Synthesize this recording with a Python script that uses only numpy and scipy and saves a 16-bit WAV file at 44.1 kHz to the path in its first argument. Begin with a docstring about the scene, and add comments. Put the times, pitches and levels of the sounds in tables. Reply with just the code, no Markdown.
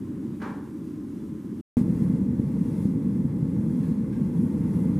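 """A gas forge burns in a smithy, heard first from across the shop: turbulent combustion rumbles in
the drum while the gas jet hisses above it. Loose iron clinks faintly, then a tool clanks at the forge
mouth and the room reverberates. The sound drops out briefly and returns with a surge close to the
mouth, where brief low thumps mark the turbulent roar and the hiss swells and sinks with the jet.
Near the end, loose iron clinks twice more."""
import sys
import numpy as np
from scipy import signal
from scipy.fft import rfft, irfft
from scipy.io import wavfile
from scipy.ndimage import uniform_filter1d, minimum_filter1d

SR = 44100
rng = np.random.default_rng(int(sys.argv[2]) if len(sys.argv) > 2 else 0)


def store_wav(level_fs):
    """Save 16-bit WAV to argv[1]."""
    pcm = np.round(np.clip(np.atleast_2d(level_fs), -1, 1) * 32767)
    wavfile.write(sys.argv[1], SR, pcm.T.astype(np.int16))


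N = 220347
TIME = np.arange(N) / SR
HZ = np.maximum(np.arange(N + 1) * SR / (2 * N), 1)   # frequency grid of a signal padded to 2 N
FAR_END_S, NEAR_START_S = 1.612, 1.769


def from_db(db):
    """Amplitude ratio of a level in decibels."""
    return 10 ** (np.asarray(db) / 20)


def unit_rms(x):
    """Normalisation to unit power."""
    return x / np.sqrt(np.mean(x ** 2) + 1e-20)


def over_time(points):
    """Linear interpolation of a curve at every sample."""
    return np.interp(TIME, *np.transpose(points))


def over_hz(points):
    """Interpolation of a spectrum on a log-frequency axis."""
    hz, db = np.transpose(points)
    return np.interp(np.log(HZ), np.log(hz), db)


def colour(x, curve_db):
    """Minimum-phase filtering: a causal response with the given gain at each frequency."""
    cepstrum = irfft(np.log(from_db(curve_db)))
    folded = np.r_[cepstrum[0], 2 * cepstrum[1:N]]
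    return irfft(rfft(x, 2 * N) * np.exp(rfft(folded, 2 * N)))[..., :N]


def resonances(modes):
    """Resonance lifts the spectrum and destructive interference notches it; dB at each frequency."""
    return sum(lift / (1 + (2 * (HZ - hz) / width) ** 2) for hz, width, lift in modes)


# Width of the sound field. Each row: frequency in Hz, relative side level in dB.
FIELD_WIDTH = [(30, -4.5), (130, -36), (260, -22), (500, -17), (1000, -14), (2000, -23.5), (4000, -27.5),
               (8000, -5.5), (13000, 0.5)]

def stereo_noise(wider_db):
    """Interaural coherence: noise mostly alike at both ears, but diffuse in the high treble."""
    mid, side = rng.standard_normal((2, N))
    return mid + colour(side, over_hz(FIELD_WIDTH) + wider_db) * [[1], [-1]]


def roar(spectrum, modes, puffs_per_s, puff_db, wider_db):
    """Combustion noise: the flame's steady turbulence and soft random puffs drive the drum's modes."""
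    pulses = rng.random(N) < puffs_per_s / SR
    lowpass = signal.butter(4, 380, fs=SR, output="sos")
    soft_puffs = signal.sosfilt(lowpass, unit_rms(pulses * 1.) + 1e-18)
    drive = stereo_noise(wider_db) + from_db(puff_db) * soft_puffs
    return unit_rms(colour(drive, over_hz(spectrum) + resonances(modes)))


def early_reflections(strength, count=24):
    """Comb filtering: weak echoes off benches and walls interfere with the direct sound; gain in dB."""
    response = np.zeros(2 * N)
    signs = rng.choice([-1, 1], count)
    delays_s = rng.uniform(.001, .018, count)
    response[(delays_s * SR).astype(int)] = strength * signs / np.sqrt(count)
    response[0] = 1
    return 20 * np.log10(np.abs(rfft(response)) + 1e-3)


def drift(rate_hz):
    """Low-pass noise: a smooth random fluctuation of unit power."""
    return unit_rms(irfft(rfft(rng.standard_normal(2 * N)) / (1 + (HZ / rate_hz) ** 2))[:N])


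def jet(curve_db, flicker_db, wider_db):
    """Jet noise: gas leaving the nozzle makes a broadband hiss whose level may flicker."""
    hiss = colour(stereo_noise(wider_db), curve_db + early_reflections(strength=0.29))
    return unit_rms(hiss) * from_db(flicker_db * drift(rate_hz=9.3))


# Spectra of the distant flame and jet. Each row: frequency in Hz, relative density in dB.
FAR_ROAR_SPECTRUM = [(25, -44.5), (50, -20.5), (90, -12.5), (150, -7), (215, -2.5), (310, -3), (370, -10.5),
                     (460, -26.5), (600, -30), (700, -38), (900, -34.5), (1300, -38), (2200, -45),
                     (3200, -61), (6000, -91.5)]
FAR_HISS_SPECTRUM = [(1650, -14.5), (2800, -4.5), (3270, -6.5), (4300, -8), (6060, -7), (9910, -9),
                     (10600, -9), (15000, -13)]
# Standing waves of shop and drum. Each row: frequency in Hz, width in Hz, lift in dB.
FAR_MODES = [(52.6, 8, -2), (63, 7.3, 1.5), (93.5, 5.2, 11.5), (208.6, 39, 3.5), (306.6, 9.4, 5),
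             (428, 15, 6.5), (540, 6.7, 7), (658, 48, -11), (1039, 25, 8), (3420, 220, 3.5), (8250, 270, 3),
             (10060, 300, 5), (11950, 300, 2.5)]
# Envelope of the distant roar. Each row: time in seconds, level in dB.
FAR_ROAR_LEVEL = [(0.0, -33), (0.33, -31.5), (0.39, -34.5), (1.6, -33)]

def forge_far():
    """Standing waves colour the flame and the jet on their way across the shop."""
    flame = roar(FAR_ROAR_SPECTRUM, FAR_MODES, puffs_per_s=52, puff_db=-7, wider_db=1.5)
    hiss = jet(over_hz(FAR_HISS_SPECTRUM) + resonances(FAR_MODES), flicker_db=0.55, wider_db=-3.5)
    return from_db(over_time(FAR_ROAR_LEVEL)) * flame + from_db(-65) * hiss


# Loose ironwork. Each row: start in seconds, level in dB, T60 in seconds, three partials in Hz.
IRON_CLINKS = [(0.332, -71, 0.4, 2530, 3758, 3820), (3.831, -59.5, 0.76, 1695, 4130, 4344),
               (4.127, -57.5, 0.63, 1588, 5400, 8710)]
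# Spectrum of the contact under a clink. Each row: frequency in Hz, relative density in dB.
CONTACT_SPECTRUM = [(700, -25.5), (1600, 4.5), (2400, 3), (4000, -6.5), (5500, -13.5), (9000, -10.5),
                    (15000, -19)]

def clinks(width_hz, lift_db):
    """Damped vibration: each nudged piece of iron rattles and rings at its own partials."""
    out = np.zeros(N)
    for start, db, t60, *partials in IRON_CLINKS:
        ringing = resonances([(hz, width_hz, lift_db) for hz in partials])
        rattle = unit_rms(colour(rng.standard_normal(N), over_hz(CONTACT_SPECTRUM) + ringing))
        out += rattle * (TIME > start) * from_db(db - 60 * np.abs(TIME - start) / t60)
    return out


# Reverberation time of the shop. Each row: frequency in Hz, T60 in seconds.
SHOP_DECAY = [(300, 0.93), (1000, 0.7), (2000, 0.62), (4000, 0.57), (12000, 0.5)]

def shop_reverberation(wider_db):
    """Reverberation: dense reflections decay exponentially, the treble first."""
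    noise = rfft(stereo_noise(wider_db), 2 * N)
    centres, t60s = np.transpose(SHOP_DECAY)
    bands = [np.interp(np.log(HZ), np.log(centres), row) for row in np.eye(len(centres))]
    return sum(irfft(noise * band)[:, :N] * from_db(-60 * TIME / t60) for band, t60 in zip(bands, t60s))


# A tool knocks and skids on the forge mouth. Each row: start in seconds, relative level in dB.
TOOL_KNOCKS = [(0.402, -7.5), (0.413, -6.5), (0.418, 4.5), (0.436, -8), (0.463, -5)]
# Spectrum of one knock. Each row: frequency in Hz, relative density in dB.
KNOCK_SPECTRUM = [(250, -13.5), (450, 1), (580, -6.5), (690, -18), (810, -0.5), (1050, -1.5), (1300, -7),
                  (1650, -4.5), (2200, -19), (3000, -25), (6000, -34), (10000, -40.5), (15000, -50.5)]
# Resonances and notches of the iron. Each row: frequency in Hz, width in Hz, lift in dB.
IRON_MODES = [(463, 12, 4.5), (824, 32.7, -3.5), (896, 20, 6), (1086, 21, 5), (1094, 14, 6), (1120, 12, 3),
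              (1390, 14, 6), (1615, 18, -3), (1340, 25, 3), (1890, 20, 1.5), (2326, 39, 11)]

def tool_clank(level_db):
    """Impact excitation: each of several quick contacts rings the iron's modes and fills the shop."""
    impacts = np.zeros(N)
    for start, db in TOOL_KNOCKS:
        impacts[round(start * SR)] += from_db(db + level_db)
    ring = colour(shop_reverberation(wider_db=3.5), over_hz(KNOCK_SPECTRUM) + resonances(IRON_MODES))
    return signal.fftconvolve(ring, impacts[None], axes=1)[:, :N]


def surge(height_db, settle_s):
    """Overshoot: the sound returns with raised gain and settles within moments."""
    return from_db(height_db * np.clip(1 - (TIME - NEAR_START_S) / settle_s, 0, 1))


def brighten(flame, gain, above_hz):
    """Shelving filter: the top of the roar rises and falls by a gain of its own."""
    upper = irfft(rfft(flame, 2 * N) / (1 + (above_hz / HZ) ** 6))[:, :N]
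    return flame + upper * (gain - 1)


# Spectra of the close flame, jet and thin sizzle. Each row: frequency in Hz, relative density in dB.
NEAR_ROAR_SPECTRUM = [(20, -50.5), (40, -28.5), (70, -20), (105, -10), (170, -3), (250, -3), (330, -15.5),
                      (460, -22), (600, -35.5), (720, -42.5), (900, -38), (1300, -46.5), (2100, -50),
                      (3200, -64.5), (6000, -100)]
NEAR_HISS_SPECTRUM = [(1650, -24), (2800, 0), (3000, -13), (3270, -3), (5890, -3), (9300, -2.5),
                      (10100, -4.5), (15000, -9)]
SIZZLE_SPECTRUM = [(8500, -34), (9600, -19), (9930, 1.5), (10150, -1), (10700, -5), (12000, -8),
                   (14000, -26)]
# Standing waves at the mouth. Each row: frequency in Hz, width in Hz, lift in dB.
NEAR_MODES = [(51.7, 11, -3.5), (72, 20, 6.5), (174, 54, 1.5), (200.2, 20, 2), (323.7, 7.5, 8.5),
              (375.7, 11.4, 4.5), (394.4, 35, -10.5), (441.4, 12.6, 4.5), (480.5, 24, 3.5), (526, 20, 2.5),
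              (713, 47, -8), (846, 180, 3), (1093, 25, 4.5), (2070, 25, 8), (3360, 210, 4), (8240, 310, 2)]
# The close roar eases and picks up again. Each row: time in seconds, base level in dB.
NEAR_ROAR_LEVEL = [(2.1, -23.5), (2.55, -24.5), (4.3, -24.5), (4.95, -22.5)]
# The jet swells about once a second. Each row: time in seconds, relative level in dB.
JET_SWELL = [(1.85, -67.5), (2.03, -64), (2.27, -71.5), (2.82, -63.5), (2.95, -69.5), (3.35, -70.5),
             (3.87, -65.5), (4.02, -71), (4.3, -68), (4.76, -64.5), (4.97, -67.5)]

def forge_near():
    """Amplitude modulation: at the mouth, hiss, sizzle and the top of a deeper roar follow the jet."""
    jet_db = over_time(JET_SWELL)
    swing_db = jet_db - jet_db[TIME > NEAR_START_S].mean()
    flame = roar(NEAR_ROAR_SPECTRUM, NEAR_MODES, puffs_per_s=28, puff_db=-8, wider_db=-0.5)
    top_gain = from_db(0.43 * swing_db) * surge(height_db=5, settle_s=0.06)
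    flame = brighten(flame, top_gain, above_hz=560)
    flame *= from_db(over_time(NEAR_ROAR_LEVEL)) * surge(height_db=6, settle_s=0.05)
    hiss = jet(over_hz(NEAR_HISS_SPECTRUM) + resonances(NEAR_MODES), flicker_db=0.5, wider_db=-1.5)
    hiss *= from_db(-63 + 0.69 * swing_db)
    sizzle = jet(over_hz(SIZZLE_SPECTRUM), flicker_db=0, wider_db=-7.5)
    sizzle *= from_db(-71.5 + swing_db + sizzle_flares(rise_s=0.04, fall_s=0.07))
    return flame + (hiss + sizzle) * surge(height_db=13, settle_s=0.065)


# Brief low thumps in the turbulent roar. Each row: start in seconds, relative peak level in dB.
ROAR_THUMPS = [(1.772, -12), (1.811, -11), (2.019, -10), (2.096, -16), (2.136, -12.5), (2.175, -23),
               (2.215, -13.5), (2.395, -10), (2.853, -9.5), (2.958, -11.5), (3.250, -12), (3.917, -13.5)]

def roar_thumps(cutoff_hz):
    """Impulse response: each thump is a low pulse of a cycle or two with the colour of the roar."""
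    response = colour(signal.unit_impulse(N), over_hz(NEAR_ROAR_SPECTRUM) + resonances(NEAR_MODES))
    thump = signal.sosfilt(signal.butter(2, cutoff_hz, fs=SR, output="sos"), response[:SR // 4])
    kicks = np.zeros(N)
    for start, db in ROAR_THUMPS:
        kicks[round(start * SR)] = from_db(db)
    return signal.fftconvolve(kicks, thump / np.abs(thump).max())[:N]


# Brief flares of the sizzle. Each row: time of the peak in seconds, lift in dB.
SIZZLE_FLARES = [(2.82, 2), (4.41, 5.5), (4.76, 5)]

def sizzle_flares(rise_s, fall_s):
    """Asymmetric Gaussian envelopes: each flare rises and falls back; dB at every sample."""
    return sum(lift * np.exp(-((TIME - peak) / np.where(TIME < peak, rise_s, fall_s)) ** 2)
               for peak, lift in SIZZLE_FLARES)


def scene():
    """Superposition of the sources: across the shop, then, after a short silence, at the mouth."""
    fade_out = np.clip((FAR_END_S - TIME) / .004, 0, 1)
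    fade_in = np.clip((TIME - NEAR_START_S) / .001, 0, 1)
    far = forge_far() + tool_clank(level_db=-25.5)
    near = forge_near() + roar_thumps(cutoff_hz=312)
    return fade_out * far + fade_in * near + clinks(width_hz=80, lift_db=14.5)


def record(dry):
    """Peak limiting holds down the highest peaks, and a steep low-pass cuts the top."""
    ceiling, window, cutoff_hz = .315, int(.006 * SR), 15050
    needed_gain = ceiling / np.maximum(np.abs(dry).max(axis=0), ceiling)
    gain = uniform_filter1d(minimum_filter1d(needed_gain, size=window), size=window)
    lowpass = signal.ellip(12, .1, 80, cutoff_hz, fs=SR, output="sos")
    return signal.sosfilt(lowpass, dry * gain)


dry = scene()
out = record(dry)
store_wav(out)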